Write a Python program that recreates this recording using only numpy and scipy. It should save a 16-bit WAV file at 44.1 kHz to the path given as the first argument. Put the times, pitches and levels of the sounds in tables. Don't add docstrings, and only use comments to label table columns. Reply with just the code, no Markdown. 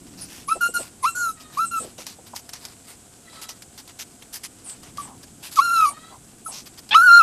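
import sys
import numpy as np
from scipy import signal
from scipy.fft import rfft, irfft, next_fast_len
from scipy.io import wavfile

SR = 44100
rng = np.random.default_rng(int(sys.argv[2]) if len(sys.argv) > 2 else 0)


def store_pcm(level_fs):
    pcm = np.round(np.clip(level_fs, -1, 1) * 32767).astype(np.int16)
    wavfile.write(sys.argv[1], SR, np.atleast_2d(pcm).T)


N = 318402
TIME = np.arange(N) / SR
CUTOFF_HZ = 14000

# start_s, length_s, start_pitch_hz, main_pitch_hz, end_pitch_hz, opening_tone_db, middle_tone_db,
# closing_tone_db, second_harmonic_db, third_harmonic_db, hiss_db, trailing_squeak_db
SHORT_CRIES = [(0.477, 0.049, 1090, 1347, 1326, -35, -26, -14.5, -40, -42, -42, -42),
               (0.606, 0.062, 1427, 1381, 1404, -24, -16, -20, -32, -39, -34, -37.5),
               (0.736, 0.038, 1442, 1440, 1400, -36, -23, -19.5, -38, -39.5, -31.5, -33),
               (1.148, 0.153, 1440, 1480, 1300, -30.5, -22.5, -24, -55, -46, -37.5, -47),
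               (1.569, 0.079, 1075, 1338, 1360, -24.5, -18.5, -22.5, -44.5, -42.5, -40.5, -33),
               (1.708, 0.079, 1380, 1390, 1298, -33, -24.5, -24, -41.5, -48, -41, -33.5),
               (4.981, 0.028, 1170, 1163, 1150, -20, -29.5, -31, -60, -60, -45.5, -39),
               (6.46, 0.013, 1324, 1327, 1290, -26, -27.5, -34.5, -57, -53, -41, -39)]
# frequency_hz, density_db
CLAW_SPECTRUM = [(240, -44), (400, -15.5), (1030, -5.5), (1290, -9), (1430, -9.5), (3280, -5.5),
                 (3700, -7.5), (4970, -1), (6590, -6.5), (11400, -9), (13800, -14)]


def from_db(db):
    return np.exp(np.asarray(db) * (np.log(10) / 20))


def rms_one(x):
    return x / np.sqrt(np.mean(x ** 2) + 1e-20)


def at_hz(points, hz):
    f, db = np.transpose(points)
    return np.interp(np.log(hz), np.log(f), db)


def in_time(rows):
    s, *columns = np.transpose(rows)
    return [np.interp(TIME, s, column) for column in columns]


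def drift(rate_hz):
    sos = signal.butter(2, min(8 * rate_hz, SR / 4), fs=SR, output="sos")
    settling = SR // 8
    slow = signal.sosfilt(sos, rng.standard_normal(N // 8 + settling))[settling:]
    return rms_one(np.interp(np.arange(N) / 8, np.arange(len(slow)), slow))


def coloured(x, spectrum, tilt_db=0):
    size = next_fast_len(len(x))
    hz = np.maximum(np.fft.rfftfreq(size, 1 / SR), 1)
    octaves = np.log2(np.maximum(hz, spectrum[0][0]) / SR)
    gain = from_db(at_hz(spectrum, hz) + tilt_db * octaves)
    return rms_one(irfft(rfft(x, size) * gain, size)[:len(x)])


def narrow_noise(hz, width_hz):
    sos = signal.butter(2, width_hz / 2, fs=SR, output="sos")
    a, b = signal.sosfilt(sos, rng.standard_normal((2, len(hz))))
    phase = 2 * np.pi * np.cumsum(hz) / SR
    return rms_one(a * np.cos(phase) + b * np.sin(phase))


def swell(length_s, skew):
    return np.abs(np.sin(np.pi * np.linspace(0, 1, int(length_s * SR)) ** skew))


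def add(out, s, sound):
    start = int(s * SR)
    out[start:start + len(sound)] += sound[:max(N - start, 0)]


def outdoor_hiss(level_db=-49.5):
    # frequency_hz, density_db
    outdoor_spectrum = [(15, -43), (25, -11), (107, -1), (172, -5.5), (249, -1.5), (645, -14), (698, -7),
                        (756, -11.5), (984, -21.5), (1500, -16), (1810, -24.5), (3590, -22), (4680, -27),
                        (7940, -9.5), (13800, -29)]
    return from_db(level_db) * coloured(rng.standard_normal(N), outdoor_spectrum)


def outdoor_rumble(centre_hz=215, width_hz=214):
    # time_s, level_db
    rumble_level = [(0, -47), (.6, -51.5), (1.1, -57.5), (1.85, -50.5), (2.5, -65), (4.4, -62.5),
                    (5.0, -48.5), (5.6, -56.5), (7.2, -56.5)]
    level_db, = in_time(rumble_level)
    return from_db(level_db) * narrow_noise(np.full(N, centre_hz), width_hz)


def pit(x, wet_db=-25, t60_s=0.3, first_echo_s=0.004):
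    t = TIME[:SR // 2]
    echoes = rng.standard_normal(len(t)) * from_db(-60 * t / t60_s) * (t > first_echo_s)
    echoes = echoes / np.linalg.norm(echoes)
    return x + from_db(wet_db) * signal.fftconvolve(x, echoes)[:N]


def rustle(level_db=-58, tilt_db=-2, crackle_db=2.5, pressure_db=2.5):
    pressure = pressure_db * drift(14)
    grains = rng.standard_normal(N) * from_db(crackle_db * drift(300))
    return from_db(level_db + pressure) * coloured(grains, CLAW_SPECTRUM, tilt_db)


def claws(grit_db=3.2, skew=0.59, tick_t60_s=0.048, tick_db=-5, patchy_db=3):
    # start_s, length_s, level_db
    scrapes = [(0.173, 0.12, -41), (0.28, 0.19, -42.5), (0.779, 0.13, -40.5), (1.398, 0.046, -44),
               (1.521, 0.089, -43.5), (1.79, 0.15, -46), (1.976, 0.079, -39), (2.056, 0.1, -40.5),
               (2.263, 0.03, -42.5), (2.347, 0.07, -38), (2.525, 0.078, -42), (2.599, 0.14, -45.5),
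               (2.869, 0.078, -41.5), (3.318, 0.13, -46.5), (3.415, 0.05, -37.5), (3.485, 0.053, -38),
               (3.78, 0.036, -40), (3.885, 0.04, -45), (3.988, 0.057, -33), (4.22, 0.018, -42.5),
               (4.327, 0.063, -31.5), (4.433, 0.044, -32.5), (4.638, 0.17, -49), (4.818, 0.1, -47.5),
               (4.963, 0.16, -46.5), (5.228, 0.027, -43.5), (5.426, 0.085, -36.5), (5.51, 0.062, -37.5),
               (5.556, 0.048, -31), (6.515, 0.125, -36.5), (6.656, 0.035, -40.5), (6.775, 0.034, -38.5)]
    # start_s, relative_level_db
    catches = [(2.0668, -22.5), (2.362, -22), (2.4912, -27), (2.5343, -24), (2.6514, -24), (3.415, -32),
               (3.491, -24), (3.6215, -30), (3.7773, -31.5), (3.8763, -33), (4.6967, -30.5), (4.8324, -36),
               (4.973, -28.5), (6.891, -30)]
    plain_scrape_db, brightening = -39, 0.27
    out = np.zeros(N)
    grit = rng.standard_normal(N) * from_db(grit_db * np.clip(drift(700), -2, 2))
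    contact_hz = np.geomspace(250, CUTOFF_HZ, 20)
    patches_db = patchy_db * rng.standard_normal((len(scrapes), len(contact_hz)))
    colours = at_hz(CLAW_SPECTRUM, contact_hz) + patches_db
    for (s, length, db), colour in zip(scrapes, colours):
        bright_db = brightening * (db - plain_scrape_db)
        shape = swell(length, skew)
        grains = grit[int(s * SR):][:len(shape)]
        rub = coloured(grains, np.column_stack([contact_hz, colour]), bright_db)
        add(out, s, from_db(db) * shape * rub)
    t = TIME[:SR // 10]
    for s, db in catches:
        decay = from_db(db + tick_db - 60 * t / tick_t60_s)
        add(out, s, decay * coloured(rng.standard_normal(len(t)), CLAW_SPECTRUM))
    return out


def grunts(width_hz=380, skew=0.64):
    # start_s, length_s, resonance_hz, level_db
    efforts = [(0.549, 0.039, 532, -34.5), (0.685, 0.027, 497, -37.5), (0.787, 0.037, 537, -34),
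               (1.797, 0.1, 480, -38.5), (1.982, 0.026, 477, -41.5), (2.184, 0.03, 600, -45.5),
               (2.333, 0.017, 860, -36.5), (5.024, 0.16, 949, -47), (5.886, 0.064, 848, -43.5),
               (6.102, 0.083, 903, -45.5), (6.479, 0.07, 846, -43.5)]
    out = np.zeros(N)
    for s, length, hz, db in efforts:
        shape = swell(length, skew)
        add(out, s, from_db(db) * shape * narrow_noise(np.full(len(shape), hz), width_hz))
    return out


def squeaks(width_hz=900, skew=0.71, fall_hz_per_s=5000):
    # start_s, length_s, middle_pitch_hz, level_db
    others = [(0.208, 0.05, 9580, -35.5), (0.467, 0.099, 10330, -35.5), (0.742, 0.03, 9600, -29.5),
              (1.022, 0.036, 9680, -34), (1.063, 0.12, 7970, -38.5), (1.15, 0.13, 6920, -33.5),
              (1.759, 0.077, 8000, -37), (4.638, 0.062, 9200, -41.5), (4.661, 0.091, 8250, -35.5),
              (5.873, 0.065, 9020, -34.5), (6.446, 0.079, 10100, -36)]
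    delay_s, trail_s, trail_hz = 0.0018, 0.07, 8250
    trailing = [(s + length + delay_s, trail_s, trail_hz, db) for s, length, *_, db in SHORT_CRIES]
    out = np.zeros(N)
    for s, length, hz, db in others + trailing:
        shape = swell(length, skew)
        pitch = hz - fall_hz_per_s * (TIME[:len(shape)] - length / 2)
        add(out, s, from_db(db) * shape * narrow_noise(pitch, width_hz))
    return out


def throat(calls, shape, glide_power, jitter, rasp, waver_db, fade):
    out = np.zeros(N)
    wobble, grain, waver = drift(250), drift(700), drift(25)
    for s, length, start_hz, end_hz, start_db, end_db in calls:
        span = slice(int(s * SR), int((s + length) * SR))
        along = np.linspace(0, 1, len(TIME[span]))
        glide = start_hz + (end_hz - start_hz) * along ** glide_power
        pitch = glide * (1 + jitter * wobble[span])
        phase = 2 * np.pi * np.cumsum(pitch) / SR
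        stack = 0
        for k in range(1, 10):
            own_waver = np.roll(waver, k * SR // 2)[span]
            gain = from_db(at_hz(shape, k * pitch) + waver_db * own_waver)
            stack = stack + gain * np.sin(k * phase + rng.uniform(0, 2 * np.pi))
        level = from_db(start_db + (end_db - start_db) * along)
        level = level * signal.windows.tukey(len(pitch), fade)
        add(out, s, rms_one(stack * (1 + rasp * grain[span])) * level)
    return out


def moans():
    # start_s, length_s, start_pitch_hz, end_pitch_hz, start_level_db, end_level_db
    calls = [(1.35, 0.22, 640, 612, -54, -51), (3.23, 0.34, 669, 639, -50.5, -51),
             (5.9, 0.27, 610, 684, -46.5, -51)]
    # frequency_hz, level_db
    closed_mouth = [(650, -13.5), (1280, -0.5), (1950, -7.5), (2600, -15), (3250, -13), (3900, -5),
                    (4600, -15), (6000, -30)]
    return throat(calls, closed_mouth, glide_power=1.1, jitter=0.021, rasp=0.4, waver_db=4.5, fade=0.3)


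def yelp():
    # frequency_hz, level_db
    open_throat = [(600, -16), (900, -3.5), (1300, 6), (1800, -1.5), (2500, -5), (3500, 0.5), (4300, -13),
                   (5500, -21), (7000, -35), (13000, -32)]
    # start_s, length_s, start_pitch_hz, end_pitch_hz, start_level_db, end_level_db
    leap = (6.908, 0.046, 825.5, 1090, -21.5, -14.5)
    return throat([leap], open_throat, glide_power=2.6, jitter=0.031, rasp=0.3, waver_db=4, fade=0.12)


def short_cry(t, length, start_hz, main_hz, end_hz, opening_db, middle_db, closing_db,
              second_db, third_db, air_db):
    slide_s, bend_power = 0.024, 1.5
    overtones_follow = 0.52
    along = np.clip(t / length, 0, 1)
    slide = (start_hz - main_hz) * np.exp(-(t / slide_s) ** 2)
    bend = (end_hz - main_hz) * along ** bend_power
    tone_db = np.interp(along, [0, .5, 1], [opening_db, middle_db, closing_db])
    change_db = overtones_follow * (tone_db - middle_db)
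    return main_hz + slide + bend, tone_db, second_db + change_db, third_db + change_db, air_db


def wail(t, curve, hiss_db=-35, hiss_follows=0.1):
    s, *columns = np.transpose(curve)
    pitch, tone_db, second_db, third_db = [np.interp(t, s - s[0], column) for column in columns]
    return pitch, tone_db, second_db, third_db, hiss_db + hiss_follows * tone_db


def crying():
    # time_s, pitch_hz, tone_db, second_harmonic_db, third_harmonic_db
    wails = [
        [(1.026, 1067, -28, -55, -55), (1.032, 1071, -28, -48, -50), (1.046, 1003, -16, -35, -41),
         (1.058, 1200, -17, -29.5, -36), (1.07, 1356, -19.5, -31, -33), (1.095, 1361, -25.5, -35.5, -44)],
        [(5.562, 1283, -33, -42, -37), (5.574, 1295, -20.5, -45, -38), (5.588, 1106, -12, -37, -27),
         (5.598, 1103, -8, -32, -31), (5.61, 1298, -19.5, -36, -38), (5.624, 1387, -20.5, -35, -38),
         (5.646, 1403, -22.5, -40, -33.5), (5.71, 1355, -20, -36, -39.5), (5.724, 1398, -19.5, -40, -38),
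         (5.772, 1341, -17.5, -36.5, -32.5), (5.848, 1251, -12.5, -34.5, -42), (5.866, 1139, -15, -37, -35),
         (5.89, 1149, -24, -41, -45)],
        [(6.941, 1010, -21, -24, -25), (6.949, 1183, -11.5, -25, -29), (6.955, 1264, -6, -22.5, -23),
         (6.981, 1360, -8.5, -39, -34.5), (7.005, 1352, -12.5, -44, -40), (7.027, 1460, -11, -47, -44),
         (7.043, 1482, -10.5, -39, -41), (7.057, 1492, -12.5, -42, -44), (7.091, 1390, -6.5, -32, -28.5),
         (7.099, 1383, -9, -32, -38), (7.133, 1397, -4.5, -41.5, -23.5), (7.191, 1402, -5, -36, -26.5),
         (7.215, 1282, -9.5, -25, -38)],
    ]
    attack_s, release_db_per_s, air_release_db_per_s = 0.0072, 1100, 479
    t = TIME[:SR // 2]
    cries = [(s, length, short_cry(t, length, *shape)) for s, length, *shape, _ in SHORT_CRIES]
    for curve in wails:
        start_s, end_s = curve[0][0], curve[-1][0]
        cries.append((start_s, end_s - start_s, wail(t, curve)))
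    # pitch in Hz, then tone, second harmonic, third harmonic and hiss in dB
    controls = np.full((5, N), -120.)
    controls[0] = SHORT_CRIES[0][2]
    attack_db = 20 * np.log10(np.clip(t / attack_s, 1e-6, 1))
    for s, length, (pitch, tone_db, *upper_db) in sorted(cries, key=lambda cry: cry[0]):
        after, start = np.maximum(t - length, 0), int(s * SR)
        voice_db = attack_db - release_db_per_s * after
        rush_db = attack_db - air_release_db_per_s * after
        cry = np.array([pitch, tone_db + voice_db] + [db + rush_db for db in upper_db])
        controls[:, start:start + len(t)] = cry[:, :N - start]
    return controls


def whine(steady_hz=1380, slack_hz=250, jitter=0.0025, slack_jitter=0.009, shimmer_db=1.24,
          slack_db=1.1, flutter_db=3.5, lower_db=7, upper_db=2, halo=0.3, slack_halo=0.4,
          halo_half_width_hz=330, crack_s=0.0027, hoarse_db=-6, hiss_db=-5.0):
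    cracks = [1.034, 1.582, 4.996, 5.605, 5.812, 5.864, 6.977, 7.03]
    # harmonic_number, level_db
    overtones = [(2, -2), (3, -1.5), (4, -3), (5, -2.5), (6, -5.5), (7, -5), (8, -7.5), (9, -7.5),
                 (10, -10)]
    # frequency_hz, level_db
    muzzle = [(1500, -8.5), (2700, -3.5), (3400, -17), (4200, -3), (5500, -8), (7000, -4.5), (8300, -9.5),
              (9800, -0.5), (12500, -7), (14000, -12)]
    # frequency_hz, density_db
    air_spectrum = [(700, -10), (1200, -6), (1900, -22.5), (3300, -25), (4800, -13.5), (6500, -1),
                    (7600, -29), (9800, -7.5), (11500, 2), (13000, -24), (14000, -33)]
    pitch, tone_db, second_db, third_db, air_db = crying()
    slack = np.clip((steady_hz - pitch) / slack_hz, 0, 1)
    unsteady = 1 + (jitter + slack_jitter * slack) * drift(192)
    phase = 2 * np.pi * np.cumsum(pitch * unsteady) / SR

    dips = 1 - 0.65 * sum(np.exp(-((TIME - s) / crack_s) ** 2) for s in cracks)
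    shimmer = (shimmer_db + slack_db * slack) * drift(58)
    voice = dips * from_db(tone_db + shimmer) * np.sqrt(2) * np.sin(phase)

    for k, db in overtones:
        airy = np.clip((k - 3) / 3, 0, 1)
        overtone_db = second_db if round(k) == 2 else third_db
        level = (1 - airy) * (overtone_db + lower_db) + airy * (air_db + upper_db)
        level = level + db + at_hz(muzzle, k * pitch) + flutter_db * drift(57)
        fray = (halo + slack_halo * slack) * k / 5
        wave = np.sin(round(k) * phase) + fray * narrow_noise(round(k) * pitch, 2 * halo_half_width_hz)
        voice += from_db(level) * wave / np.sqrt(1 + fray ** 2)

    halves = sum(np.sin(k * phase / 2) for k in range(5, 12, 2))
    voice += slack * from_db(second_db + hoarse_db) * drift(120) * halves
    puffs = 1 + 0.62 * np.sin(phase)
    hiss = coloured(rng.standard_normal(N), air_spectrum) * puffs
    return voice + hiss * from_db(air_db + hiss_db)


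def scene():
    background = outdoor_hiss() + outdoor_rumble()
    contact = rustle() + claws()
    puppy = grunts() + squeaks() + moans() + yelp() + whine()
    return (pit(contact + puppy) + background)[None]


def record(dry, ceiling=0.69):
    rounded = dry / (1 + (dry / ceiling) ** 8) ** (1 / 8)
    low_pass = signal.ellip(12, .1, 90, CUTOFF_HZ, fs=SR, output="sos")
    return signal.sosfilt(low_pass, rounded)


dry = scene()
out = record(dry)
store_pcm(out)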